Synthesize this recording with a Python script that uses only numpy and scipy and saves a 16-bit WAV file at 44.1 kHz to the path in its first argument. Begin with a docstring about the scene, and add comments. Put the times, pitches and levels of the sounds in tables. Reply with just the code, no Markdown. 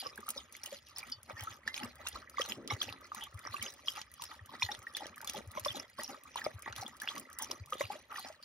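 """A dog laps water from a metal bowl, close to two neighbouring microphone ports in a small room.
In each lap the lips smack open, the tongue dips in, lifts a column of water and the jaws shut on it: noise bursts
and bubble swarms, with trapped air pockets as short sines. Low bumps, perhaps swallows, come in runs.
Early on something hard clinks once on the metal (dying modes); later a low rumble (band noise) sets in and fades.
Filtered hiss and one faint wavering tone lie under it all."""
import sys
import numpy as np
from scipy import signal
from scipy.fft import rfft, irfft
from scipy.io import wavfile
from scipy.ndimage import uniform_filter1d

SR = 44100
rng = np.random.default_rng(int(sys.argv[2]) if len(sys.argv) > 2 else 0)


def persist_wave(psi):
    """Save psi, clipped to +-1, as 16-bit WAV."""
    counts = np.round(np.clip(psi, -1, 1) * 32767).astype(np.int16)
    wavfile.write(sys.argv[1], SR, np.atleast_2d(counts).T)


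def ratio_of_db(decibels):
    """Turn decibels (scalar or array-like) into linear amplitude factors; 0 dB maps to 1."""
    return 10 ** (np.asarray(decibels, float) / 20)


N = 372204  # samples


def evened(x):
    """Scales to rms 1."""
    return x / np.sqrt(np.mean(x ** 2) + 1e-20)


def read(points, hz):
    """Interpolates a table of (freq_hz, value) on a log frequency axis."""
    freq_hz, value = np.transpose(points)
    return np.interp(np.log(hz + 1), np.log(freq_hz + 1), value)


def coloured(x, points):
    """Filters the last axis by a spectrum of (freq_hz, gain_db)."""
    n = x.shape[-1]
    gain = ratio_of_db(read(points, np.fft.rfftfreq(n, 1 / SR)))
    return irfft(rfft(x) * gain, n)


def add(mix, start_s, sound):
    """Adds a sound into the mix at a time, cropped to the mix."""
    at = round(start_s * SR)
    sound = sound[max(-at, 0):]
    part = mix[max(at, 0):][:len(sound)]
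    part += sound[:len(part)]


def smooth_noise(samples):
    """Slow random control signal: white noise averaged over a window, rms 1."""
    return evened(uniform_filter1d(rng.standard_normal(N), size=samples))


def patchy(x, patchy_db):
    """Drifting colour: random gain patches hundreds of Hz wide and tens of ms long; rms 1."""
    z = signal.stft(x, nperseg=256)[2]
    patches = rng.standard_normal(z.T.shape).T
    patches = uniform_filter1d(patches, size=5, axis=0)
    patches = evened(uniform_filter1d(patches, size=10, axis=1))
    return evened(signal.istft(z * ratio_of_db(patchy_db * patches), nperseg=256)[1][:N])


def bubble(hz, length_s, rise=.18, start=.33, round_top=1.25, ring=0):
    """A sine that swells and dies on the scale of length_s, climbing as the air nears the surface."""
    t = np.arange(round((6 if ring else 3) * length_s * SR) + 9) / SR
    u = t / (start * length_s)
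    swell = (u * np.exp(1 - u)) ** round_top
    swell = swell + ring * np.tanh(u / 2) ** 2 * np.exp(-u / 5)  # faint longer tail
    return swell * np.sin(2 * np.pi * hz * t * (1 + rise * (np.tanh(u / 3) - .5)))


def swarm(pitches_hz, gains, cycles, per_s, spread_db):
    """Many small bubbles at random moments, short and long by pitch, a few of them large; rms 1."""
    size = ratio_of_db(spread_db * np.minimum(rng.exponential(1, N), 4))
    size = size * (rng.random(N) < per_s / SR)
    kind = rng.integers(0, len(pitches_hz), N)
    out = np.zeros(N)
    for k, (hz, gain) in enumerate(zip(pitches_hz, gains)):
        length_s = cycles * 2 ** rng.uniform(-1.4, 1) / hz
        out += signal.oaconvolve(size * (kind == k), gain * bubble(hz, length_s))[:N]
    return evened(out)


# loudest air pockets under the tongue: start_s, level_db, pitch_hz, length_ms
POCKETS = [(0.0592, -35, 1120, 10), (0.0678, -32, 5150, 2.3), (0.177, -41.5, 1600, 5.7),
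           (0.228, -44, 1180, 10), (0.263, -48, 1190, 9.6), (0.282, -35.5, 1250, 5.6),
           (0.362, -44, 538, 8.6), (0.3788, -35.5, 5040, 3.6), (0.376, -34.5, 3670, 6.8),
           (0.6342, -32.5, 5240, 1), (0.6614, -38.5, 2930, 3.6), (0.7225, -42, 551, 13.3),
           (0.961, -40, 5270, 6.5), (1.029, -41, 2320, 5.6), (1.298, -34, 1190, 1.7),
           (1.366, -43, 1810, 21), (1.471, -35.5, 1287, 13.4), (1.6766, -25, 1765, 5.2),
           (2.829, -40, 1580, 2.6), (1.683, -50, 2040, 50), (1.743, -23, 3430, 0.63),
           (1.7773, -37, 2470, 3.3), (1.8073, -42.5, 830, 21), (1.832, -38, 2740, 4.3),
           (1.835, -38.5, 235, 19.6), (2.067, -32, 1330, 1.9), (2.069, -34.5, 2710, 5),
           (2.3715, -36, 2060, 3.9), (2.382, -25, 1123, 7), (2.394, -33.5, 1860, 4.6),
           (2.397, -30.5, 502, 7.6), (2.4061, -33.5, 1235, 7.1), (2.4167, -22, 3160, 2),
           (2.495, -37.5, 5100, 5.5), (2.521, -24.5, 3030, 0.99), (2.7018, -31.5, 2160, 10.4),
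           (2.701, -39, 5470, 13), (2.7065, -27.5, 3800, 1.6), (2.708, -30, 1110, 4.9),
           (2.719, -36.5, 1096, 6.4), (2.814, -37.5, 1210, 3.4), (2.817, -18.5, 3310, 1.9),
           (2.8904, -33.5, 2630, 1.9), (2.926, -30.5, 3980, 0.79), (3.118, -32, 1185, 6.6),
           (3.1465, -42, 1020, 5.1), (3.451, -36, 1160, 3.7), (3.4744, -35.5, 1170, 2.8),
           (3.541, -29, 1124, 8.5), (3.615, -37.5, 3030, 6.5), (3.6212, -38.5, 2215, 12),
           (3.664, -32.5, 2980, 2.3), (3.8764, -38, 1120, 3.9), (3.8829, -20, 3130, 3.3),
           (4.196, -45, 1085, 11), (4.217, -44, 940, 11.6), (4.392, -46.5, 1810, 6.5),
           (0.183, -53.5, 219, 24), (2.712, -38, 819, 13), (3.221, -46, 842, 11), (4.492, -46, 1060, 8),
           (4.622, -25, 2410, 3.2), (4.623, -31.5, 983, 6.8), (4.629, -30.5, 5470, 3.4),
           (4.629, -26, 4040, 3.1), (4.6283, -26, 3530, 5.1), (4.649, -34, 4190, 4.5),
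           (4.6874, -36.5, 1834, 7.9), (4.6893, -36.5, 817, 15), (4.715, -39, 5480, 7.6),
           (4.716, -36.5, 3650, 9), (4.868, -35, 1825, 7.6), (4.949, -32, 3420, 6.2),
           (5.0059, -39.5, 805, 5.3), (5.0188, -40, 817, 11), (5.179, -42, 1710, 3.2),
           (5.206, -41.5, 1480, 2.5), (5.245, -43, 1100, 5.8), (5.2734, -40.5, 3460, 12.3),
           (5.3439, -40, 824, 13.5), (5.5712, -32, 1020, 9.6), (5.576, -36, 584, 7.8),
           (5.6514, -28, 5320, 1.4), (5.6589, -30.5, 1076, 9.4), (5.662, -33, 575, 10.6),
           (5.682, -29.5, 3480, 7.5), (5.704, -33, 3070, 3.7), (5.7456, -40.5, 802, 12),
           (5.7976, -35, 5250, 2.8), (5.984, -39, 1080, 11.4), (5.992, -39, 586, 5.2),
           (6.043, -35.5, 5500, 5.4), (6.0927, -43.5, 785, 14), (6.3574, -31, 974, 4.9),
           (6.416, -34.5, 1755, 5.8), (6.4646, -26, 602, 4.5), (6.66, -37, 1840, 3.6),
           (6.6792, -31, 865, 1.2), (6.8257, -38.5, 763, 8.6), (6.8638, -37, 3390, 4.2),
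           (7.0171, -36.5, 1680, 7.6), (7.075, -29.5, 2720, 1.9), (7.076, -28.5, 1620, 1),
           (7.0871, -26, 3300, 2.9), (7.3958, -42, 1034, 8.6), (7.512, -34, 1040, 4),
           (7.515, -20.5, 5300, 0.68), (7.7231, -27.5, 1206, 8.3), (7.7255, -41, 510, 13),
           (7.733, -30.5, 3090, 1.3), (7.807, -30, 559, 7.7), (7.81, -29, 2000, 2),
           (7.9012, -32, 814, 10.4), (8.158, -39.5, 1795, 6.4), (8.181, -37.5, 1116, 8.3),
           (8.2472, -39.5, 716, 4.2), (8.2996, -44.5, 633, 11), (0.026, -43, 756, 5.6),
           (0.06, -43, 493, 11), (0.189, -45.5, 400, 7), (0.551, -42.5, 2150, 2.6), (1.764, -36, 5140, 2.2),
           (1.8345, -38.5, 5060, 2.4), (1.85, -38.5, 1190, 5.4), (2.053, -45, 970, 4.9),
           (2.066, -36, 3600, 6), (2.153, -44, 1060, 15), (2.392, -36.5, 4630, 2.5),
           (2.44, -39.5, 6070, 4.5), (2.723, -40, 3800, 7.6), (2.803, -38, 4800, 3.9),
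           (2.881, -45.5, 810, 9), (3.471, -37, 5530, 2.7), (3.566, -37, 2620, 4.3),
           (3.681, -40, 4950, 3.7), (3.8725, -37, 3960, 3), (4.968, -41.5, 1775, 7.3),
           (5.574, -40.5, 2170, 5.4), (5.997, -34.5, 1850, 4.1), (6.078, -37, 5600, 1.9),
           (6.448, -34, 4900, 2.7), (6.463, -39, 2150, 4), (6.663, -38, 1070, 4.5), (6.728, -36, 1420, 2.9),
           (7.171, -41.5, 1116, 11), (7.402, -40.5, 1840, 2.4), (7.754, -40, 457, 2.9),
           (7.813, -32, 1066, 7.8), (7.838, -39.5, 2730, 5.1), (7.852, -39, 2400, 3),
           (7.953, -41, 597, 7.3), (8.142, -38, 1240, 2.9)]


def pockets():
    """Loud single bubbles, their walls trembling as the tongue tears past."""
    out = np.zeros(N)
    for start_s, level_db, pitch_hz, length_ms in POCKETS:
        add(out, start_s, ratio_of_db(level_db) * bubble(pitch_hz, length_ms / 1000, rise=.04, ring=.2))
    return out * (1 + .12 * smooth_noise(40))


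# water film snapping during the stroke: start_s, treble_peak_db, body_rel_db (under 7 kHz)
TICKS = [(0.2892, -22, -13), (0.3042, -21.5, -12.5), (0.638, -33.5, -8), (0.984, -25.5, -12),
         [1.0989, -40, -19], [1.1179, -43, -13], [1.7424, -38, -11], [6.0342, -28.5, -17],
         (5.18, -38.5, -13), (5.335, -40.5, 0.5), [6.7625, -40, 7.5], [6.8803, -38, -19],
         [6.9681, -45.5, -8], [7.001, -44, 8.5], (1.4372, -32.5, -31), (1.6764, -39, 11.5),
         (2.0715, -34.5, 5.5), (2.6761, -34, 3.5), (2.815, -45.5, 16), (3.1473, -33.5, -7),
         (3.238, -33, -10), (3.6262, -25.5, -1), (4.2209, -32, -0.5), (4.9684, -30, 3), (5.215, -35.5, -8),
         (5.246, -35, -6), (5.2743, -30, -3.5), (5.5964, -31.5, -8), (5.6482, -41.5, 16),
         (6.358, -36.5, -17), (6.442, -38.5, 1), (6.7256, -46, 13), (7.0182, -31, -16), (7.18, -33.5, -2.5),
         (7.1972, -31.5, -34), (7.3872, -27, -12.5), (7.423, -22.5, -32), (7.5115, -34, 4.5),
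         (7.7044, -39, -13), (0.176, -37.5, -20), (0.5666, -37.5, -10), (0.6594, -33.5, -1.5),
         (0.9727, -58, 23), (2.0862, -28, -20), (2.4603, -40.5, 4), (2.829, -33, -5), (4.015, -48, 15),
         (4.2385, -32.5, -5), (5.0674, -41.5, 5), (5.2969, -28.5, 0), (7.3297, -39.5, -11),
         (7.7408, -40.5, -8), (8.1948, -33, -18)]
# wet lips and tongue parting as a lap begins: start_s, treble_peak_db
SMACKS = [(0.158, -42), (0.205, -41.5), (0.525, -37), (1.231, -43.5), (1.956, -47.5), (2.297, -40),
          (3.011, -45), (3.344, -42.5), (3.392, -40), (3.7385, -42), (4.116, -46), (4.1392, -41),
          (4.4594, -44.5), (4.791, -46), (4.828, -48), (5.16, -41.5), (5.475, -50), (5.516, -40.5),
          (5.899, -46), (6.236, -42), (6.5928, -45.5), (6.6224, -37.5), (7.301, -45), (7.66, -40)]
SMACK_BODY_REL_DB = -12


def ticks():
    """Film ticks and lip smacks: a sharp crack that crumbles into a few milliseconds of hiss."""
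    out, t = np.zeros(N), np.arange(1024) / SR
    hz = np.fft.rfftfreq(1024, 1 / SR)
    low = 1 / (1 + (hz / 7000) ** 8)
    colour = ratio_of_db(read(SPRAY, hz))
    rows = TICKS + [(start_s, peak_db, SMACK_BODY_REL_DB) for start_s, peak_db in SMACKS]
    noises = rng.standard_normal((len(rows), 1024))
    for (start_s, peak_db, body_rel_db), noise in zip(rows, noises):
        burst = noise * (np.exp(-t / .0011) + .3 * np.exp(-t / .007))
        burst = np.roll(burst, 64)  # room for the filters to ring ahead of the onset
        spectrum = rfft(burst) * colour
        crack = irfft(spectrum * (1 - low))
        body = irfft(spectrum * low)
        tick = crack / abs(crack).max() + ratio_of_db(body_rel_db) * body / abs(body).max()
        add(out, start_s - 64 / SR, ratio_of_db(peak_db) * tick)
    return out


# resonances of the bowl's air: centre_hz, width_hz, gain_db
BOWL = [(225, 70, -10), (520, 90, 3), (810, 60, -9), (1170, 150, 6), (1820, 140, 6), (2200, 220, 1)]


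def slosh():
    """Small bubbles gather at the resonances of the bowl's air; spray is finer and brighter."""
    hz = np.geomspace(190, 4200, num=70)
    bowl = sum(ratio_of_db(gain_db) / (1 + (2 * (hz - centre_hz) / width_hz) ** 2) ** 0.67
               for centre_hz, width_hz, gain_db in BOWL)
    low, high = hz < 700, hz > 950
    gurgle = swarm(hz[low], bowl[low], 2.96, 400, 3.2)
    water = patchy(swarm(hz[~low], bowl[~low], 8, 2400, 3.6), patchy_db=3.5)
    trickle = patchy(swarm(hz[high], bowl[high], 9, 700, 3), patchy_db=5)
    trickle = ratio_of_db(murmur() - 2) * trickle
    fine_hz = np.geomspace(2800, 7000, num=30)
    fizz = swarm(fine_hz, ratio_of_db(read(SPRAY, fine_hz)), 12, 3000, 4)
    spray = patchy(spatter() + 0.61 * fizz, patchy_db=5.0)
    return (np.array([gurgle, water, spray]) * stirring()).sum(0) + trickle


# tongue dipping in: top_s, slosh_db, spray_db
DIPS = [(0.192, -59, -71), (0.548, -65, -57), (0.888, -90, -57), (1.309, -47, -58.5), (1.684, -52, -53.5),
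        (2.017, -53, -61), (2.716, -47.5, -48), (3.053, -62.5, -58), (3.463, -48.5, -58),
        (4.541, -48.5, -56.5), (4.889, -72, -59), (5.238, -51.5, -79), (5.569, -49, -51.5),
        (6.004, -46, -45.5), (6.286, -63, -60), (6.685, -48, -62), (7.034, -52.5, -51.5),
        (7.74, -54.5, -52.5), (8.122, -51.5, -58.5), (8.44, -77, -55.5)]
# tongue lifting the water: top_s, slosh_db, spray_db
LIFTS = [(0.0, -59, -46), (0.301, -56, -55), (0.659, -55.5, -51.5), (0.996, -54, -50.5),
         (1.405, -49.5, -47), (1.774, -53.5, -45.5), (2.083, -54, -50.5), (2.417, -48, -44),
         (2.833, -57.5, -46), (3.173, -54, -52.5), (3.55, -51, -48.5), (3.899, -62, -44.5),
         (4.238, -59.5, -52), (4.639, -53.5, -46), (4.977, -52.5, -49), (5.3, -53.5, -50.5),
         (5.678, -50, -45), (6.047, -63, -53), (6.385, -51, -49), (6.795, -48.5, -47.5),
         (7.104, -53, -46.5), (7.431, -51.5, -49), (7.821, -51, -43), (8.179, -53, -47)]
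# jaws shutting on the water: top_s, slosh_db, spray_db, gurgle_db
SHUTS = [(0.058, -52, -49.5, -57), (0.38, -55, -49, -61), (0.738, -58.5, -50.5, -65.5),
         (1.082, -56, -53, -58.5), (1.51, -53.5, -54.5, -62), (1.839, -46, -54.5, -51),
         (2.16, -50.5, -53, -57), (2.509, -47, -48, -52), (2.902, -50, -56, -52),
         (3.237, -54.5, -54.5, -62), (3.658, -49, -43.5, -56.5), (3.98, -49.5, -50, -66),
         (4.317, -57, -54, -65), (4.726, -49, -49.5, -54.5), (5.044, -51.5, -57.5, -51.5),
         (5.372, -49.5, -51.5, -48.5), (5.773, -46, -46, -47), (6.112, -50, -51, -51.5),
         (6.462, -49.5, -52, -58), (6.869, -59, -55, -54), (7.178, -54, -52, -49.5),
         (7.519, -53.5, -50, -50.5), (7.929, -53, -48, -54), (8.263, -51.5, -51, -63)]
# shared by all dips, by all lifts: length_ms, gurgle_rel_db (to slosh)
DIP = (57, -9.5)
LIFT = (89, -12)
# gurgle, slosh, spray between splashes: level_rel_db (to murmur)
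CALM_REL_DB = [-10.5, -13, -14.5]
SHUT_MS = 70
DRIBBLE_DELAY_S, DRIBBLE_MS, DRIBBLE_REL_DB = 0.041, 60, -21.5  # spray that follows a smack


def stirring():
    """Gains of gurgle, slosh, spray: splashes swell fast and settle more slowly; powers add up."""
    splashes = []
    for rows, (length_ms, gurgle_rel_db) in ((DIPS, DIP), (LIFTS, LIFT)):
        for top_s, slosh_db, spray_db in rows:
            splashes.append((top_s, length_ms, slosh_db + gurgle_rel_db, slosh_db, spray_db))
    for top_s, slosh_db, spray_db, gurgle_db in SHUTS:
        splashes.append((top_s, SHUT_MS, gurgle_db, slosh_db, spray_db))
    for start_s, peak_db in SMACKS:
        spray_db = peak_db + DRIBBLE_REL_DB
        splashes.append((start_s + DRIBBLE_DELAY_S, DRIBBLE_MS, -np.inf, -np.inf, spray_db))
    power = np.zeros((N, 3))
    for top_s, length_ms, *levels_db in splashes:
        u = np.arange(-1.5, 4, 1000 / length_ms / SR)  # time from the top, in lengths
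        shape = np.where(u < 0, np.exp(-(u / 0.27) ** 2), np.exp(-u / 0.24))
        patter = 0.013 * (u > 0) * np.exp(-u / 0.77)  # the spray keeps falling back
        shapes = np.c_[shape, shape, shape + patter]
        add(power, top_s - 1.5 * length_ms / 1000, shapes * ratio_of_db(levels_db) ** 2)
    calm = ratio_of_db(np.array(CALM_REL_DB)[:, None] + murmur())
    return np.sqrt(power.T + calm ** 2)


# murmur the water keeps up between splashes: time_s, level_db
CALM = [(0.0, -71), (0.11, -60), (0.99, -66.5), (1.88, -61.5), (2.42, -61), (2.56, -62.5), (3.9, -59),
        (4.09, -66.5), (4.54, -60), (5.57, -59.5), (6.04, -65.5), (6.51, -58), (8.18, -63.5), (8.44, -66.5)]


def murmur():
    """Reference level in dB of the water between splashes, linear between points."""
    return np.interp(np.arange(N) / SR, *np.transpose(CALM))


# colour of spray, ticks and smacks: freq_hz, gain_db
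SPRAY = [(1500, -16.5), (3000, 1), (5300, -0.5), (6700, -3), (7900, -8.5), (9200, -8.5), (13000, -11.5),
         (13800, -25), (14500, -7.5), (15600, -11), (16600, -44)]


def spatter():
    """Tiny droplets, dull and bright: clicks that each leave a short hiss, over a fine mist."""
    size = ratio_of_db(5 * np.minimum(rng.exponential(1, (3, N)), 4))
    size = size * (rng.random((3, N)) < 420 / SR)
    drops = size[:2] + 1.2 * size[2]  # the third set strikes both colours
    hissing = 0.15 + signal.lfilter([1], [1, -np.exp(-1 / (0.001 * SR))], drops)
    dull, bright = coloured(rng.standard_normal((2, N)) * hissing, SPRAY)
    split = signal.firwin(63, 7500, fs=SR)  # dull below 7500 Hz, bright above
    return evened(bright + signal.oaconvolve(dull - bright, split, "same"))


# one touch on the metal by something hard, perhaps a tooth: start_s, level_db
CLINK = (1.1185, -29.5)
# modes of the metal: freq_hz, level_rel_db, t60_s
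METAL = [(3020, -21, .12), (3494, -17, .09), (4570, -8, .1), (4759, 1, .045), (4974, -3, .035),
         (5173, -1, .05), (5626, -23, .09)]


def clink():
    """Dying modes of the metal, beating against one another."""
    out, t = np.zeros(N), np.arange(SR // 4) / SR
    start_s, level_db = CLINK
    ring = sum(ratio_of_db(level_rel_db - 60 * t / t60_s) * np.sin(2 * np.pi * freq_hz * t)
               for freq_hz, level_rel_db, t60_s in METAL)
    add(out, start_s, ratio_of_db(level_db) * np.tanh(t / 0.0029) * ring)
    return out


# soft low bumps, in runs about every third lap: start_s, level_db, pitch_hz (settled)
BUMPS = [(0.05, -59, 110), (1.16, -55, 98), (1.324, -48, 94), (1.408, -42, 93), (1.495, -52, 98),
         (1.837, -48, 96), (2.133, -51, 54.5), (2.56, -50, 110), (2.719, -34, 99), (2.854, -50.5, 93),
         (2.891, -50, 92), (3.338, -40, 88), (3.486, -47, 92), (3.59, -48, 88), (4.407, -46.5, 86.5),
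         (4.63, -41, 90), (4.774, -53, 93), (5.464, -42, 87), (5.603, -49.5, 94), (5.692, -46, 101),
         (6.539, -41, 90.5), (6.689, -48, 94), (6.78, -46, 97), (7.599, -40.5, 89), (7.832, -43.5, 95)]
RUN_S = 0.58  # reach of the fainter bumps around the loud ones
BUMP_CYCLES = 0.82  # width of the bell-shaped swell


def bumps():
    """A few soft cycles of falling pitch, with a swarm of fainter ones around them."""
    out, near, t = np.zeros(N), np.zeros(N), np.arange(SR // 10) / SR
    sag_s = -.006 * np.exp(-t / .008)  # pitch starts high and drops
    for start_s, level_db, pitch_hz in BUMPS:
        bell = np.exp(-((t - .02) * pitch_hz / BUMP_CYCLES) ** 2 / 2)
        add(out, start_s, ratio_of_db(level_db) * bell * np.sin(2 * np.pi * pitch_hz * (t + sag_s)))
        near = np.maximum(near, np.exp(-((np.arange(N) / SR - start_s) / RUN_S) ** 2))
    faint = swarm(np.geomspace(66, 150, num=8), np.geomspace(1, .5, num=8), 2.9, 110, 2.5)
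    return out + ratio_of_db(-71) * (.16 + near) * faint


# low rumble: level_db (before the fade), centre_hz, width_hz, fade_s
RUMBLE = (-54, 355, 329, 0.37)
RUMBLE_START_S = 2.48


def rumble():
    """One low hollow rumble, patchy band noise, that sets in and dies away."""
    level_db, centre_hz, width_hz, fade_s = RUMBLE
    t = np.maximum(np.arange(N) / SR - RUMBLE_START_S, 0)
    edges_hz = [centre_hz - width_hz / 2, centre_hz + width_hz / 2]
    band = signal.butter(3, edges_hz, "bandpass", fs=SR, output="sos")
    noise = patchy(signal.sosfilt(band, rng.standard_normal(N)), patchy_db=3.5)
    return ratio_of_db(level_db) * noise * np.tanh(t / 0.022) * np.exp(-(t / fade_s) ** 2)


# colour of the hiss: freq_hz, gain_db
HISS = [(30, -44), (91, -12), (300, -19), (750, -40), (1170, -11), (1830, 10), (3400, 6), (6000, -61),
        (11000, -29), (16000, -40)]
# faint tone: freq_hz, rms_db
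HUM = [(1803, -84)]
HISS_SCALE_DB = -73.5  # ahead of the shared and separate weights


def background():
    """Steady hiss, partly shared by the ports, and a faint tone of wavering pitch."""
    shared, left, right = evened(coloured(rng.standard_normal((3, N)), HISS))
    hiss = ratio_of_db(HISS_SCALE_DB) * (0.12 * shared + 0.73 * np.array([left, right]))
    waver_s = np.cumsum(1 + 0.0033 * smooth_noise(4000)) / SR
    hum = sum(np.sqrt(2) * ratio_of_db(rms_db) * np.sin(2 * np.pi * freq_hz * waver_s)
              for freq_hz, rms_db in HUM)
    return hiss + hum


# phase between the ports: freq_hz, left_lead_rad
LEAD = [(0, 0), (1200, -1.2), (2000, .1), (3200, 1.7), (3800, .2), (5200, -.1), (7500, 3.1), (12000, 7.3),
        (13800, 9.3), (14800, 9.7), (15600, 10.5)]
# level between the ports: freq_hz, left_over_right_db
SHADE = [(700, 0.5), (1300, 0.5), (2400, -6), (3500, 0), (4600, -1), (6000, -0.3)]


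def ports(x):
    """Sound reaches the two openings with lag and shading, wandering fast between two spots in the bowl."""
    hz = np.fft.rfftfreq(N, 1 / SR)
    spot = np.pi / 4 * (1 + np.tanh(2 * smooth_noise(900)))
    apart_rad = 1.26 * np.exp(-((hz - 4000) / 1300) ** 2) + 0.56 * np.tanh(hz / 300)
    out = 0
    for share, side in ((np.cos(spot), 1), (np.sin(spot), -1)):
        lead_rad = np.interp(hz, *np.transpose(LEAD)) + side * apart_rad
        half = ratio_of_db(.5 * read(SHADE, hz)) * np.exp(.5j * lead_rad)  # half to each port
        out = out + irfft(rfft(x * share) * np.array([half, 1 / half]), N)
    return out


# echoes inside the bowl: freq_hz, t60_s
WALLS = [(500, 0.16), (8000, 0.019)]
# echoes of the room: freq_hz, t60_s
ROOM = [(1000, 0.042), (4000, 0.067), (12000, 0.026)]


def echoes(x, t60s):
    """Sparse random taps, other ones at each port, each band dying at its own speed."""
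    taps = np.zeros((2, SR // 2))
    at = np.arange(60, SR // 2 - 20, 20) + rng.integers(0, 20, (2, (SR // 2 - 61) // 20))
    np.put_along_axis(taps, at, rng.choice([-1., 1.], at.shape), 1)
    hz, t, z = signal.stft(taps, SR, nperseg=128)
    decay = ratio_of_db(-60 * t / read(t60s, hz)[:, None])
    tail = signal.istft(z * decay, SR, nperseg=128)[1]
    return signal.oaconvolve(x[None], tail / np.linalg.norm(tail[0]), axes=1)[:, :N]


def scene():
    """Water, clink and rumble go direct, off the bowl and through the room; bumps nearly alike to both ports."""
    water = pockets() + ticks() + slosh() + rumble() + clink()
    reflected = ratio_of_db(-17.5) * echoes(water, WALLS) + ratio_of_db(-12.5) * echoes(water, ROOM)
    return ports(water) + reflected + bumps() * ratio_of_db([[1.4], [-.6]]) + background()


def band_limit(x):
    """A steep low-pass at the top of the band."""
    return signal.sosfilt(signal.butter(12, 17300, fs=SR, output="sos"), x)


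LOW_CUT_HZ, EDGE_HZ = 36, 16900


def record(dry):
    """Bass roll-off, then a steep treble limit."""
    low_cut = signal.butter(2, LOW_CUT_HZ, "highpass", fs=SR, output="sos")
    edge = signal.firwin(255, EDGE_HZ, window=("kaiser", 9), fs=SR)
    mix = signal.oaconvolve(signal.sosfilt(low_cut, dry), edge[None], "same")
    return band_limit(mix)


dry = scene()
out = record(dry)
persist_wave(out)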